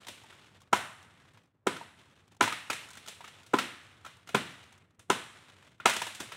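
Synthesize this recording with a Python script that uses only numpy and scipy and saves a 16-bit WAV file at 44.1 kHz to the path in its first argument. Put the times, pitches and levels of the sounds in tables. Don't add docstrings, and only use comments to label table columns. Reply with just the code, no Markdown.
import sys
import numpy as np
from scipy import signal
from scipy.fft import rfft, irfft, next_fast_len
from scipy.io import wavfile
from scipy.ndimage import uniform_filter1d

SR = 44100
rng = np.random.default_rng(int(sys.argv[2]) if len(sys.argv) > 2 else 0)


def dump_mix(stems):
    frames = np.atleast_2d(stems).T
    limited = np.clip(frames, -1, 1)
    pcm = np.round(limited * 32767).astype(np.int16)
    wavfile.write(sys.argv[1], SR, pcm)


N = 280476
T = np.arange(int(.25 * SR)) / SR

# (f/Hz, level/dB)
SNAP_SPECTRUM = [(1000, -24), (3500, 3.5), (4700, -1.5), (6200, 1), (8800, -3), (11500, -11.5),
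                 (15500, -15)]


def chops():
    # (t/s, crack/dB, knock/dB, trunk boom/dB, limb thud/dB,
    # thud centre/Hz, tearing/dB, splitting t60/s, pitch ratio)
    strokes = [(0.7293, -19.5, -13, -29, -27, 375, -20, .22, 0.94),
               (1.6688, -24.5, -22, -30.5, -21, 404, -25.5, 0.037, 0.95),
               (2.4089, -18, -15.5, -33, -22, 320, -18, 0.16, 0.96),
               (3.537, -31.5, -15.5, -26, -15.5, 308, -26, 0.18, 0.97),
               (4.3463, -23, -21, -21.5, -21, 440, -20.5, 0.079, 0.97),
               (5.1001, -17.5, -17.5, -29, -22, 402, -22.5, .1, 0.96),
               (5.8565, -14.5, -14.5, -31.5, -24, 480, -14.5, 0.11, 0.92)]
    # (f/Hz, level/dB, t60/s)
    timber_modes = [(141, -9, .11), (221.4, 1, 0.11), (279, -2.5, 0.18), (330, -2, .05),
                    (403.6, 2.5, 0.077), (503, 0, 0.028), (736, -11, 0.049), (880, -0.5, 0.029),
                    (911, -4, 0.011), (1047, -0.5, 0.093), (1314, -7.5, 0.055), (1430, 0, 0.03),
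                    (1570, -9.5, 0.35), (1691, -11.5, .04), (2310, -6, .05), (2890, -15, 0.021),
                    (2910, -10, 0.019), (3340, -27.5, 0.087)]
    # (f/Hz, level/dB)
    tear_spectrum = [(300, -27.5), (900, -4), (1600, 2), (2600, 1.5), (3700, -3), (4600, -21.5),
                     (9000, -39.5)]
    crack_spectrum = [(1000, -18), (3500, 3.5), (4700, -10.5), (6200, 1), (8600, -1.5), (11500, -18.5),
                      (15500, -24.5)]
    split_spectrum = [(300, -10.5), (900, 6), (2800, -12.5), (4600, -9.5), (8500, -13.5), (15500, -26.5)]
    press_spectrum = [(50, -28), (130, -10.5), (250, .5), (700, -2.5), (1400, -14), (4000, -40.5)]
    pushes, blows = np.zeros(N), np.zeros(N)
    for s, crack_db, knock_db, boom_db, thud_db, thud_hz, tear_db, split_t60, pitch in strokes:
        for k, (hz, db, t60) in enumerate(timber_modes):
            limb_db = thud_db - 15 * abs(np.log2(hz / thud_hz))
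            drive = [(225, boom_db), (250, limb_db), (550, limb_db),
                     (700, knock_db), (1050, knock_db), (2200, tear_db)]
            mode = ring([(hz * pitch, db + at_hz(hz, drive) - 10, t60)], rise_s=.0022)
            lead_s = .0015 * np.sqrt(1000 / hz)
            add(blows, s - lead_s, (-1) ** k * mode)
        press = burst(fibres(swell(.0018, .015), press_spectrum, spread_db=-.5), thud_db - 18.5)
        tear = burst(fibres(swell(.002, .04), tear_spectrum, spread_db=6), tear_db - 10)
        crack = burst(fibres(swell(.0006, .016), crack_spectrum, spread_db=5.5), crack_db - 15.5)
        partings = crinkles(800, len(T), spread_db=3.5) * swell(.0062, split_t60)
        splitting = burst(colour(partings, split_spectrum), tear_db - 12)
        add(pushes, s - .004, press)
        add(blows, s, tear + crack + splitting)
    return pushes, blows


def sticks():
    # (t/s, knock/dB, snap/dB, pitch/Hz)
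    breaks = [(0.0675, -48, -34.5, 920), (0.083, -47, -29.5, 970), (0.2411, -49.5, -60, 890),
              (0.3262, -49.5, -50, 1400), (1.373, -57, -55.5, 964), (1.7655, -40.5, -38, 1390),
              (1.8123, -36, -58, 930), (2.4238, -29, -19.5, 1613), (2.4377, -28.5, -25.5, 1580),
              (2.4766, -25, -28, 944), (2.5237, -28.5, -29.5, 1256), (2.6999, -25.5, -20.5, 1334),
              (2.7285, -36, -25.5, 1400), (2.9309, -68, -39.5, 1330), (2.971, -48.5, -35.5, 1360),
              (3.075, -51.5, -35, 850), (3.0824, -46, -28.5, 1260), (3.2064, -41, -46.5, 950),
              (3.2428, -42, -40.5, 1256), (3.276, -47.5, -40.5, 1380), (3.463, -63, -43, 1390),
              (3.5862, -23, -19, 1355), (4.0482, -42.5, -42.5, 1310), (4.062, -41, -40, 1350),
              (4.273, -51, -41.5, 1400), (4.2896, -43, -37, 1385), (4.9933, -59.5, -43, 1350),
              (5.8007, -36, -47.5, 1405), (5.8956, -32.5, -16.5, 860), (5.935, -47, -26, 900),
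              (5.9639, -34, -22, 950), (6.0176, -29.5, -23, 952), (6.0671, -39, -28.5, 950),
              (6.1479, -58, -30.5, 1590), (6.2015, -41, -25, 1420), (6.32, -36.5, -34.5, 1324)]
    # (f/Hz, level/dB)
    splinter_spectrum = [(300, -23), (900, -0.5), (1600, 2.5), (2600, 0.5), (3700, -2.5), (4600, -21),
                         (9000, -42)]
    # (t/s, level/dB)
    bumps = [(0.0873, -51), (4.2894, -52.5), (6.2019, -43.5)]
    out = np.zeros(N)
    for s, knock_db, snap_db, hz in breaks:
        force_db = (knock_db + snap_db) / 2
        splinter = fibres(swell(.002, .04), splinter_spectrum, spread_db=4)
        snap = fibres(swell(.00068, .055), SNAP_SPECTRUM, spread_db=5)
        add(out, s - .001, burst(stick_ring(hz), knock_db - 9) + thump(force_db - 19))
        add(out, s, burst(splinter, force_db - 11) + burst(snap, snap_db - 17.5))
    for s, db in bumps:
        add(out, s, thump(db))
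    return out


def stick_ring(hz, damping=1.35):
    # (multiple of its pitch, level/dB, t60/s)
    modes = [(0.718, -6, 0.023), (1, 6, 0.054), (1.33, -14, 0.052), (1.75, -8, 0.04)]
    return ring([(hz * ratio, db, t60 / damping) for ratio, db, t60 in modes], rise_s=.0013)


def thump(db):
    spectrum = [(60, -27.5), (200, -7), (400, -10.5), (700, -8), (1800, -39.5)]
    return burst(fibres(swell(.0021, .075), spectrum, spread_db=2.5), db)


def shaking(attack_s=.012, sag_db_per_s=-8, release_db_per_s=-75.5):
    # (t/s, length/s, level/dB)
    shakes = [(0, 0.56, -51.5), (0.953, 0.42, -58.5), (1.967, 0.36, -59.5), (2.663, 0.58, -51),
              (3.297, 0.23, -55.5), (3.8, 0.42, -56.5), (4.435, 0.21, -49.5), (5.328, .36, -54.5),
              (6.173, .25, -46)]
    out = np.zeros(N)
    for s, length, db in shakes:
        age = np.maximum(np.arange(N) / SR - s, 0)
        fall_db = sag_db_per_s * age + release_db_per_s * np.maximum(age - length, 0)
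        out += (1 - np.exp(-age / attack_s)) * undb(db + fall_db)
    return out


def leaves(stir):
    # (f/Hz, level/dB)
    spectrum = [(150, -4), (500, 0.5), (1300, 1.5), (3500, 0), (4700, -9), (8500, -12), (11500, -22),
                (15500, -30.5)]
    contact = signal.fftconvolve(abs(crinkles(200, N, spread_db=4)), swell(.0009, .026))[:N]
    fits_db = 1.4 * np.interp(np.arange(N), np.linspace(0, N, 160), rng.standard_normal(160))
    rustle = level(fibres(1.4 + contact, spectrum, spread_db=2.5), -5.5)
    return stir * undb(fits_db) * rustle


def twigs(stir, per_s=8.8, centre_hz=1147, spread_octaves=.6):
    out = np.zeros(N)
    for when, shortness, softness in rng.random((int(per_s * N / SR), 3)):
        tap = stick_ring(centre_hz * 2 ** (spread_octaves * (2 * shortness - 1)))
        tick = fibres(swell(.0007, .04), SNAP_SPECTRUM, spread_db=8.5)
        add(out, when * N / SR, undb(-1.5 - 10 * softness) * (burst(tap, -3.5) + burst(tick, -2)))
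    return stir * out


def near_trunks(x, count=24, t60=.22):
    response = np.zeros(len(T))
    lag_s = rng.uniform(.006, .09, count)
    response[(lag_s * SR).astype(int)] = rng.choice([-1, 1], count) * undb(-60 * lag_s / t60)
    response /= np.sqrt(np.sum(response ** 2))
    bark = [(150, -16), (450, -3.5), (900, -7.5), (2500, 3.5), (5000, -1.5), (9000, -3)]
    return colour(signal.fftconvolve(x, response)[:N], bark)


def woodland_echo(x, near_t60=.43):
    # (f/Hz, level/dB)
    scatter = [(100, 6), (250, -6), (560, -11.5), (1000, -13.5), (1600, -6), (2400, -1.5), (3800, 0),
               (5500, -6), (9000, -4.5), (15000, -0.5)]
    foliage = [(450, -3), (600, 2), (800, 0), (3800, 0), (4600, -4), (6000, -1.5), (9000, 4), (12000, -4)]
    # (f/Hz, t60/s)
    far_t60 = [(100, 0.47), (400, 0.48), (1500, 1.54), (4000, 1), (9000, 1.2), (16000, 0.85)]
    t = np.arange(int(1.5 * SR)) / SR
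    size = next_fast_len(N + len(T), real=True)
    bins = np.fft.rfftfreq(size, 1 / SR)
    source = rfft(colour(x, scatter), size)
    paths = rfft(rng.standard_normal(size))
    out = 0
    for hz in 100 * 2 ** np.arange(0, 7.5, .5):
        band = np.sqrt(at_hz(bins, [(hz / np.sqrt(2), 0), (hz, 1), (hz * np.sqrt(2), 0)]))
        power = irfft(source * band, size)[:N] ** 2
        near = undb(-60 * t / near_t60)
        far = undb(-14 - 60 * t / at_hz(hz, far_t60))
        decay = (near + far) ** 2 * (1 - np.exp(-(t / .003) ** 2))
        energy = signal.fftconvolve(power, decay / decay.sum())[:N]
        out += np.sqrt(abs(energy)) * level(irfft(paths * band, size)[:N], 0)
    return colour(out, foliage)


def air():
    # (f/Hz, level/dB)
    spectrum = [(25, -29), (55, -12.5), (95, 5), (140, -1), (250, -7), (600, -15.5), (1500, -20.5),
                (4000, -45), (15000, -48)]
    return level(colour(rng.standard_normal(N), spectrum), -64)


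def ring(modes, rise_s):
    out = 0
    for k, (hz, db, t60) in enumerate(modes):
        envelope = swell(rise_s * (1000 / hz) ** .44, t60)
        out += (-1) ** k * burst(np.sin(2 * np.pi * hz * T) * envelope, db)
    return out


def fibres(envelope, spectrum, spread_db):
    size = undb(spread_db * np.clip(rng.standard_normal(len(envelope)), -2, 2))
    return colour(envelope * size * rng.standard_normal(len(envelope)), spectrum)


def crinkles(per_s, count, spread_db):
    clicks = (rng.random(count) < per_s / SR) * rng.choice([-1, 1], count)
    return clicks * undb(spread_db * np.minimum(rng.exponential(size=count), 3))


def swell(rise_s, t60):
    return (1 - np.exp(-(T / rise_s) ** 2)) * undb(-60 * T / t60)


def colour(x, spectrum, size=4096):
    gain = undb(at_hz(np.arange(size // 2 + 1) * SR / size, spectrum))
    cepstrum = irfft(np.log(gain))
    cepstrum[1:size // 2] *= 2
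    cepstrum[size // 2 + 1:] = 0
    return signal.fftconvolve(x, irfft(np.exp(rfft(cepstrum))))[:len(x)]


def at_hz(hz, points):
    f, v = np.transpose(points)
    return np.interp(np.log(np.maximum(hz, 1)), np.log(f), v)


def undb(db):
    return 10 ** (np.asarray(db) / 20)


def level(x, db):
    return x * undb(db) / np.std(x)


def burst(x, db):
    return x * undb(db) / np.sqrt(np.sum(x ** 2) / (SR / 50))


def add(out, s, x):
    i = max(int(s * SR), 0)
    out[i:i + len(x)] += x[:max(N - i, 0)]


def suppressor(x, threshold_db=-66, slope=1.7, deepest_db=-16, window_s=.014):
    sensed = signal.sosfilt(signal.butter(2, 400, "high", fs=SR, output="sos"), x)
    db = 10 * np.log10(abs(uniform_filter1d(sensed ** 2, int(window_s * SR))) + 1e-18)
    return x * undb(np.clip(slope * (db - threshold_db), deepest_db, 0))


def scene():
    pushes, blows = chops()
    debris, stir = sticks(), shaking()
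    echo = woodland_echo(undb(-3.5) * blows + undb(-1.5) * debris)
    reflections = undb(-12) * near_trunks(blows + debris)
    background = air() + leaves(stir) + twigs(stir)
    return (pushes + blows + debris + echo + reflections + background)[None]


def record(dry, bass_hz=60, top_hz=15750):
    thin = signal.sosfilt(signal.butter(2, bass_hz, "high", fs=SR, output="sos"), dry)
    return signal.sosfilt(signal.ellip(10, .2, 70, top_hz, fs=SR, output="sos"), suppressor(thin))


dry = scene()
out = record(dry)
dump_mix(out)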